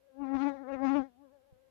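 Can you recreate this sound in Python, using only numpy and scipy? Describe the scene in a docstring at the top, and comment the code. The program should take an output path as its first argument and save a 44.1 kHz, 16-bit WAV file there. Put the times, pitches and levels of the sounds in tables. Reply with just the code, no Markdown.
"""Fly at the microphone

An insect, probably a large fly, darts about beside the left microphone on a still evening. Its
wingbeat wavers as it steers. On two close passes the buzz swells and brightens and the wings fan air
onto the microphone; then it sinks to a thin hum. Faint hiss and soft handling bumps lie beneath."""
import sys
import numpy as np
from scipy import signal
from scipy.fft import rfft, irfft
from scipy.io import wavfile

SR = 44100
rng = np.random.default_rng(int(sys.argv[2]) if len(sys.argv) > 2 else 0)


def dump(signal):
    """Clip the signal to [-1, 1] and save it as 16-bit WAV at the path in sys.argv[1]."""
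    limited = np.clip(np.atleast_2d(signal).T, -1, 1)
    pcm = np.round(limited * 32767).astype(np.int16)
    wavfile.write(sys.argv[1], SR, pcm)


N = 74970
T = np.arange(N) / SR

# The pitch of the buzz. Each row: time in seconds, wingbeat in Hz.
WINGBEAT = [(0.0, 266.5), (0.08, 276), (0.136, 261.5), (0.2, 281.7), (0.223, 281.3), (0.263, 264.8),
            (0.303, 270.6), (0.367, 272.3), (0.383, 255.4), (0.431, 284.6), (0.447, 278.5), (0.479, 287.9),
            (0.535, 264.6), (0.551, 284.7), (0.583, 260.2), (0.615, 283), (0.647, 249.8), (0.67, 253),
            (0.686, 272.2), (0.71, 280.2), (0.726, 268.8), (0.75, 275.2), (0.774, 254), (0.822, 271),
            (0.854, 274.4), (0.878, 258.1), (0.91, 276.3), (0.942, 271.1), (0.958, 295.6), (0.982, 284.7),
            (0.998, 271), (1.022, 259.2), (1.046, 272.6), (1.07, 270.9), (1.101, 242.5), (1.157, 241.2),
            (1.197, 276.7), (1.237, 289.1), (1.293, 250.4), (1.325, 280.3), (1.357, 285.6), (1.405, 254.3),
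            (1.445, 272.1), (1.453, 262.6), (1.477, 287.2), (1.501, 281.9), (1.525, 254.6), (1.564, 253),
            (1.62, 269.6), (1.698, 261)]
# Fader rides for harmonics one, two and three. Each row: time in seconds, level in dB before trim.
FUNDAMENTAL_RIDE = [(0.0, -90), (0.094, -88), (0.202, -43.5), (0.226, -37.5), (0.274, -42), (0.358, -31),
                    (0.388, -39.5), (0.416, -33), (0.472, -31), (0.562, -55.5), (0.62, -47), (0.652, -54.5),
                    (0.738, -41.5), (0.78, -46), (0.846, -31.5), (0.994, -30.5), (1.108, -72), (1.14, -76),
                    (1.22, -60.5), (1.438, -88.5), (1.504, -86), (1.7, -86.5)]
OCTAVE_RIDE = [(0.0, -77), (0.104, -64.5), (0.132, -69.5), (0.178, -57.5), (0.226, -59), (0.344, -47),
               (0.368, -55.5), (0.426, -54.5), (0.468, -45), (0.558, -50), (0.582, -57), (0.652, -54.5),
               (0.69, -44), (0.742, -40), (0.786, -54.5), (0.828, -40.5), (0.852, -42), (0.884, -63),
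               (0.96, -37), (1.05, -58), (1.102, -77.5), (1.16, -87), (1.254, -62.5), (1.292, -71),
               (1.358, -63.5), (1.392, -72), (1.684, -70), (1.7, -79)]
THIRD_RIDE = [(0.0, -99), (0.122, -85.5), (0.216, -49.5), (0.288, -50), (0.35, -42), (0.382, -47),
              (0.478, -39), (0.534, -54.5), (0.572, -56.5), (0.666, -58), (0.7, -49), (0.77, -52),
              (0.842, -40), (1.002, -42.5), (1.108, -78), (1.212, -69.5), (1.296, -89), (1.344, -75),
              (1.458, -87), (1.496, -78), (1.61, -94), (1.7, -93)]
# The bite of the buzz. Each row: time in seconds, then low, mid, high and treble levels in dB before trim.
BUZZ_RIDES = [(0.0, -98, -99, -95, -101), (0.108, -90, -96.5, -101, -98), (0.184, -76, -102.5, -89, -95),
              (0.216, -55.5, -76, -76, -91.5), (0.24, -56.5, -66, -70.5, -83),
              (0.26, -59, -68, -77.5, -80.5), (0.322, -53.5, -60.5, -73.5, -82),
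              (0.354, -45.5, -53.5, -61.5, -66), (0.368, -49, -53, -59, -65.5),
              (0.382, -54, -61.5, -76.5, -70.5), (0.426, -45, -57.5, -56.5, -63),
              (0.448, -49.5, -54, -68, -65), (0.464, -43.5, -53, -58.5, -67.5),
              (0.492, -51, -52.5, -65, -64.5), (0.524, -62.5, -59.5, -88.5, -78),
              (0.562, -63.5, -66.5, -77.5, -80), (0.6, -67, -64, -101, -85.5),
              (0.666, -64.5, -67, -86, -92), (0.69, -58, -58.5, -76.5, -81), (0.71, -53, -65, -73, -85),
              (0.724, -53, -51.5, -68, -75), (0.742, -51, -55, -58, -71), (0.776, -59, -61, -77, -83.5),
              (0.818, -57.5, -56, -81, -80.5), (0.838, -48.5, -50, -62, -69),
              (0.852, -45, -47.5, -60, -62.5), (0.898, -44.5, -53, -55.5, -64),
              (0.936, -45.5, -53, -60.5, -67), (0.96, -40.5, -58.5, -43.5, -65.5),
              (0.984, -43, -60.5, -51.5, -68.5), (1.046, -69, -62.5, -96.5, -81),
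              (1.108, -89.5, -95, -106, -97), (1.164, -92, -105, -109, -94), (1.234, -76, -103, -101, -101),
              (1.438, -92.5, -99, -105, -101), (1.7, -90, -97, -97, -99)]
# The four bands of those rides. Each row: lower edge in Hz, upper edge in Hz.
BUZZ_BANDS = [(950, 1500), (1500, 2330), (2330, 3150), (3250, 7500)]
# Where each ride acts fully. Each entry: band centre in Hz.
BAND_CENTRES = [1270, 1936, 2710, 3300]
# The tone of the wing snap. Each row: frequency in Hz, relative overtone level in dB.
SNAP_COLOUR = [(1080, 1), (1360, -4), (1630, -13), (1900, -19), (2200, -17), (2750, -21.5), (3100, -30),
               (3600, -29), (4500, -35), (6000, -41.5), (7200, -52), (8000, -59)]
# Air torn by each stroke. Each row: frequency in Hz, relative noise density in dB.
SWISH_COLOUR = [(300, -5.5), (700, -9.5), (1500, -7.5), (2600, 0.5), (3300, -2.5), (5000, -4),
                (7000, -10.5), (8000, -22), (14000, -29.5)]
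# Wing draught on the microphone. Each row: time in seconds, level in dB before trim.
DRAUGHT_RIDE = [(0.1, -102), (0.192, -75), (0.226, -70.5), (0.26, -76), (0.32, -73.5), (0.336, -59.5),
                (0.35, -53.5), (0.444, -73.5), (0.486, -68.5), (0.57, -70.5), (0.584, -83), (0.678, -83),
                (0.74, -60), (0.764, -61.5), (0.798, -81), (0.838, -60.5), (0.918, -74), (0.938, -72),
                (0.962, -58), (1.008, -62), (1.042, -77), (1.092, -77.5), (1.162, -93), (1.182, -85),
                (1.3, -90)]
# The draught's low rumble. Each row: frequency in Hz, relative noise density in dB.
DRAUGHT_COLOUR = [(20, -29.5), (35, -7.5), (55, -1), (85, 0), (140, -12.5), (220, -6.5), (400, -22.5),
                  (900, -36), (3000, -88)]
# Handling bumps. Each row: start in seconds, level in dB before the envelope.
BUMPS = [(1.182, -65), (1.52, -53), (1.556, -64.5)]
# Their dull thud. 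Each row: frequency in Hz, relative noise density in dB.
BUMP_COLOUR = [(20, -26), (70, 15), (160, 5.5), (300, -14), (500, -14), (2000, -64)]
# Evening air and microphone hiss. Each row: frequency in Hz, relative noise density in dB.
HISS_COLOUR = [(20, -8.5), (35, 7), (60, 18.5), (130, 7), (300, 9.5), (700, 7.5), (1200, 0), (3000, -2),
               (6000, -9), (9000, -10), (12000, -6.5), (14500, -10.5)]

FUNDAMENTAL_TRIM_DB, OCTAVE_TRIM_DB, THIRD_TRIM_DB = 6.5, 6.5, 5.5
BUZZ_TRIMS_DB = [4.9, 7.2, 3.1, 1.9]
FLUTTER_DEPTH, FLUTTER_HZ = 0.0054, 75.6  # unevenness of the wingbeat
JITTER_S, JITTER_HZ = 0.8e-5, 237.6  # stroke-to-stroke timing
TURN_DB, TURN_DB_PER_KHZ, TURN_RAD, TURN_HZ = 2, 0.5, 0.64, 26.6  # overtones shift as the body turns
GRAIN_RAD_PER_KHZ, GRAIN_HZ = 0.35, 56  # high overtones flicker out of step
SMEAR_S = 8e-5  # the snap is spread over the wing, so high overtones fall out of step
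BUFFET_DB, BUFFET_HZ = 41.5, 122  # the stronger the draught, the more the overtones shake


def wings():
    """A swing at the wingbeat, a push on each half stroke, and a snap with a swish once a cycle."""
    beat_hz = curve(WINGBEAT)[0] * (1 + FLUTTER_DEPTH * wander(FLUTTER_HZ))
    phase = 2 * np.pi * (np.cumsum(beat_hz) / SR + beat_hz * JITTER_S * wander(JITTER_HZ))
    snap_phase = phase - 2 * np.pi * 2 / 3  # two thirds into the cycle
    swing = ride(FUNDAMENTAL_RIDE, FUNDAMENTAL_TRIM_DB) * np.cos(phase)
    octave_gain = ride(OCTAVE_RIDE, OCTAVE_TRIM_DB)
    push = octave_gain * np.sin(2 * phase + TURN_RAD * wander(TURN_HZ))
    snap = wing_snap(snap_phase, beat_hz, octave_gain)
    buffet = 1 + ride(DRAUGHT_RIDE, BUFFET_DB) * wander(BUFFET_HZ)
    return np.sqrt(2) * (swing + (push + snap) * buffet) + wing_swish(snap_phase)


def wing_snap(phase, beat_hz, octave_gain, whine_db=-22.5):
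    """The wing's snap gives the buzz its edge: harmonics 3 to 29, shifting as the body turns."""
    out = -ride(THIRD_RIDE, THIRD_TRIM_DB) * np.cos(3 * phase)
    harmonics = np.arange(4, 30)
    mean_hz = harmonics * beat_hz.mean()
    power = amp(read(SNAP_COLOUR, mean_hz)) ** 2
    band_lifts_db = []
    for level_db, trim_db, (low, high) in zip(curve(BUZZ_RIDES), BUZZ_TRIMS_DB, BUZZ_BANDS):
        band_power = power[(mean_hz > low) & (mean_hz < high)].sum()
        band_lifts_db.append(level_db + trim_db - 10 * np.log10(band_power))
    for k, hz in zip(harmonics, mean_hz):
        crossfade = [np.interp(np.log(hz), np.log(BAND_CENTRES), band) for band in np.eye(4)]
        turn_db = (TURN_DB + TURN_DB_PER_KHZ * hz / 1000) * wander(TURN_HZ)
        gain = amp(read(SNAP_COLOUR, k * beat_hz) + np.dot(crossfade, band_lifts_db) + turn_db)
        if k == 6:  # a thin whine that follows the octave's level
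            gain = np.hypot(gain, octave_gain * amp(whine_db))
        smear = 2 * np.pi * hz * SMEAR_S * rng.standard_normal()
        grain = GRAIN_RAD_PER_KHZ * hz / 1000 * wander(GRAIN_HZ)
        out -= gain * np.cos(k * phase + smear + grain + TURN_RAD * wander(TURN_HZ))
    return out


def wing_swish(phase, sharpness=1.4, trim_db=-1):
    """Each stroke tears the air: noise that pulses with the snap and follows the treble ride."""
    treble_db = curve(BUZZ_RIDES)[-1]
    pulses = np.exp(sharpness * np.cos(phase))
    return amp(treble_db + trim_db) * unit(noise(SWISH_COLOUR) * pulses)


def draught():
    """Air fanned by the wings rumbles on the near microphone."""
    return ride(DRAUGHT_RIDE, trim_db=8) * noise(DRAUGHT_COLOUR)


def handling_bumps(attack_s=0.0041, decay_s=0.012):
    """Soft knocks of a hand on the camera: dull noise with a quick attack and a short tail."""
    out = np.zeros(N)
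    for start, level_db in BUMPS:
        age = np.maximum(T - start, 0)
        envelope = np.minimum(age / attack_s, 1) * np.exp(-age / decay_s)
        out += amp(level_db) * envelope * noise(BUMP_COLOUR)
    return out


def hiss(level_db):
    """A steady bed of still evening air and microphone hiss."""
    return amp(level_db) * noise(HISS_COLOUR)


def amp(db):
    """Decibels to gain."""
    return 10 ** (np.asarray(db) / 20)


def unit(x):
    """Scales to rms 1."""
    return x / np.sqrt(np.mean(x ** 2) + 1e-20)


def curve(rows):
    """Each value column of a time table, at every sample."""
    times, *columns = np.transpose(rows)
    return np.array([np.interp(T, times, column) for column in columns])


def ride(rows, trim_db):
    """A fader ride plus its trim, as a gain at every sample."""
    return amp(curve(rows)[0] + trim_db)


def read(colour, hz):
    """A colour's level in dB at hz."""
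    frequencies, levels_db = np.transpose(colour)
    return np.interp(np.log(hz + 1), np.log(frequencies), levels_db)


def noise(colour):
    """Noise of rms 1 in the given colour."""
    eq = amp(read(colour, np.fft.rfftfreq(N, 1 / SR)))
    return unit(irfft(rfft(rng.standard_normal(N)) * eq, N))


def wander(hz):
    """Smooth random modulation of rms 1, up to about hz."""
    rolloff = np.exp(-(np.fft.rfftfreq(N, 1 / SR) / hz) ** 2)
    return unit(irfft(rfft(rng.standard_normal(N)) * rolloff, N))


def scene():
    """The insect sits hard left; hiss and bumps fill both sides."""
    left = hiss(level_db=-79) + handling_bumps()
    right = hiss(level_db=-76) + handling_bumps()
    left += wings() + draught()
    return np.array([left, right])


def record(dry, cutoff_hz=14600):
    """The recorder's band limit: a steep high cut."""
    high_cut = signal.firwin(511, cutoff_hz, window=("kaiser", 9), fs=SR)
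    return signal.oaconvolve(dry, high_cut[None], "same")


dry = scene()
out = record(dry)
dump(out)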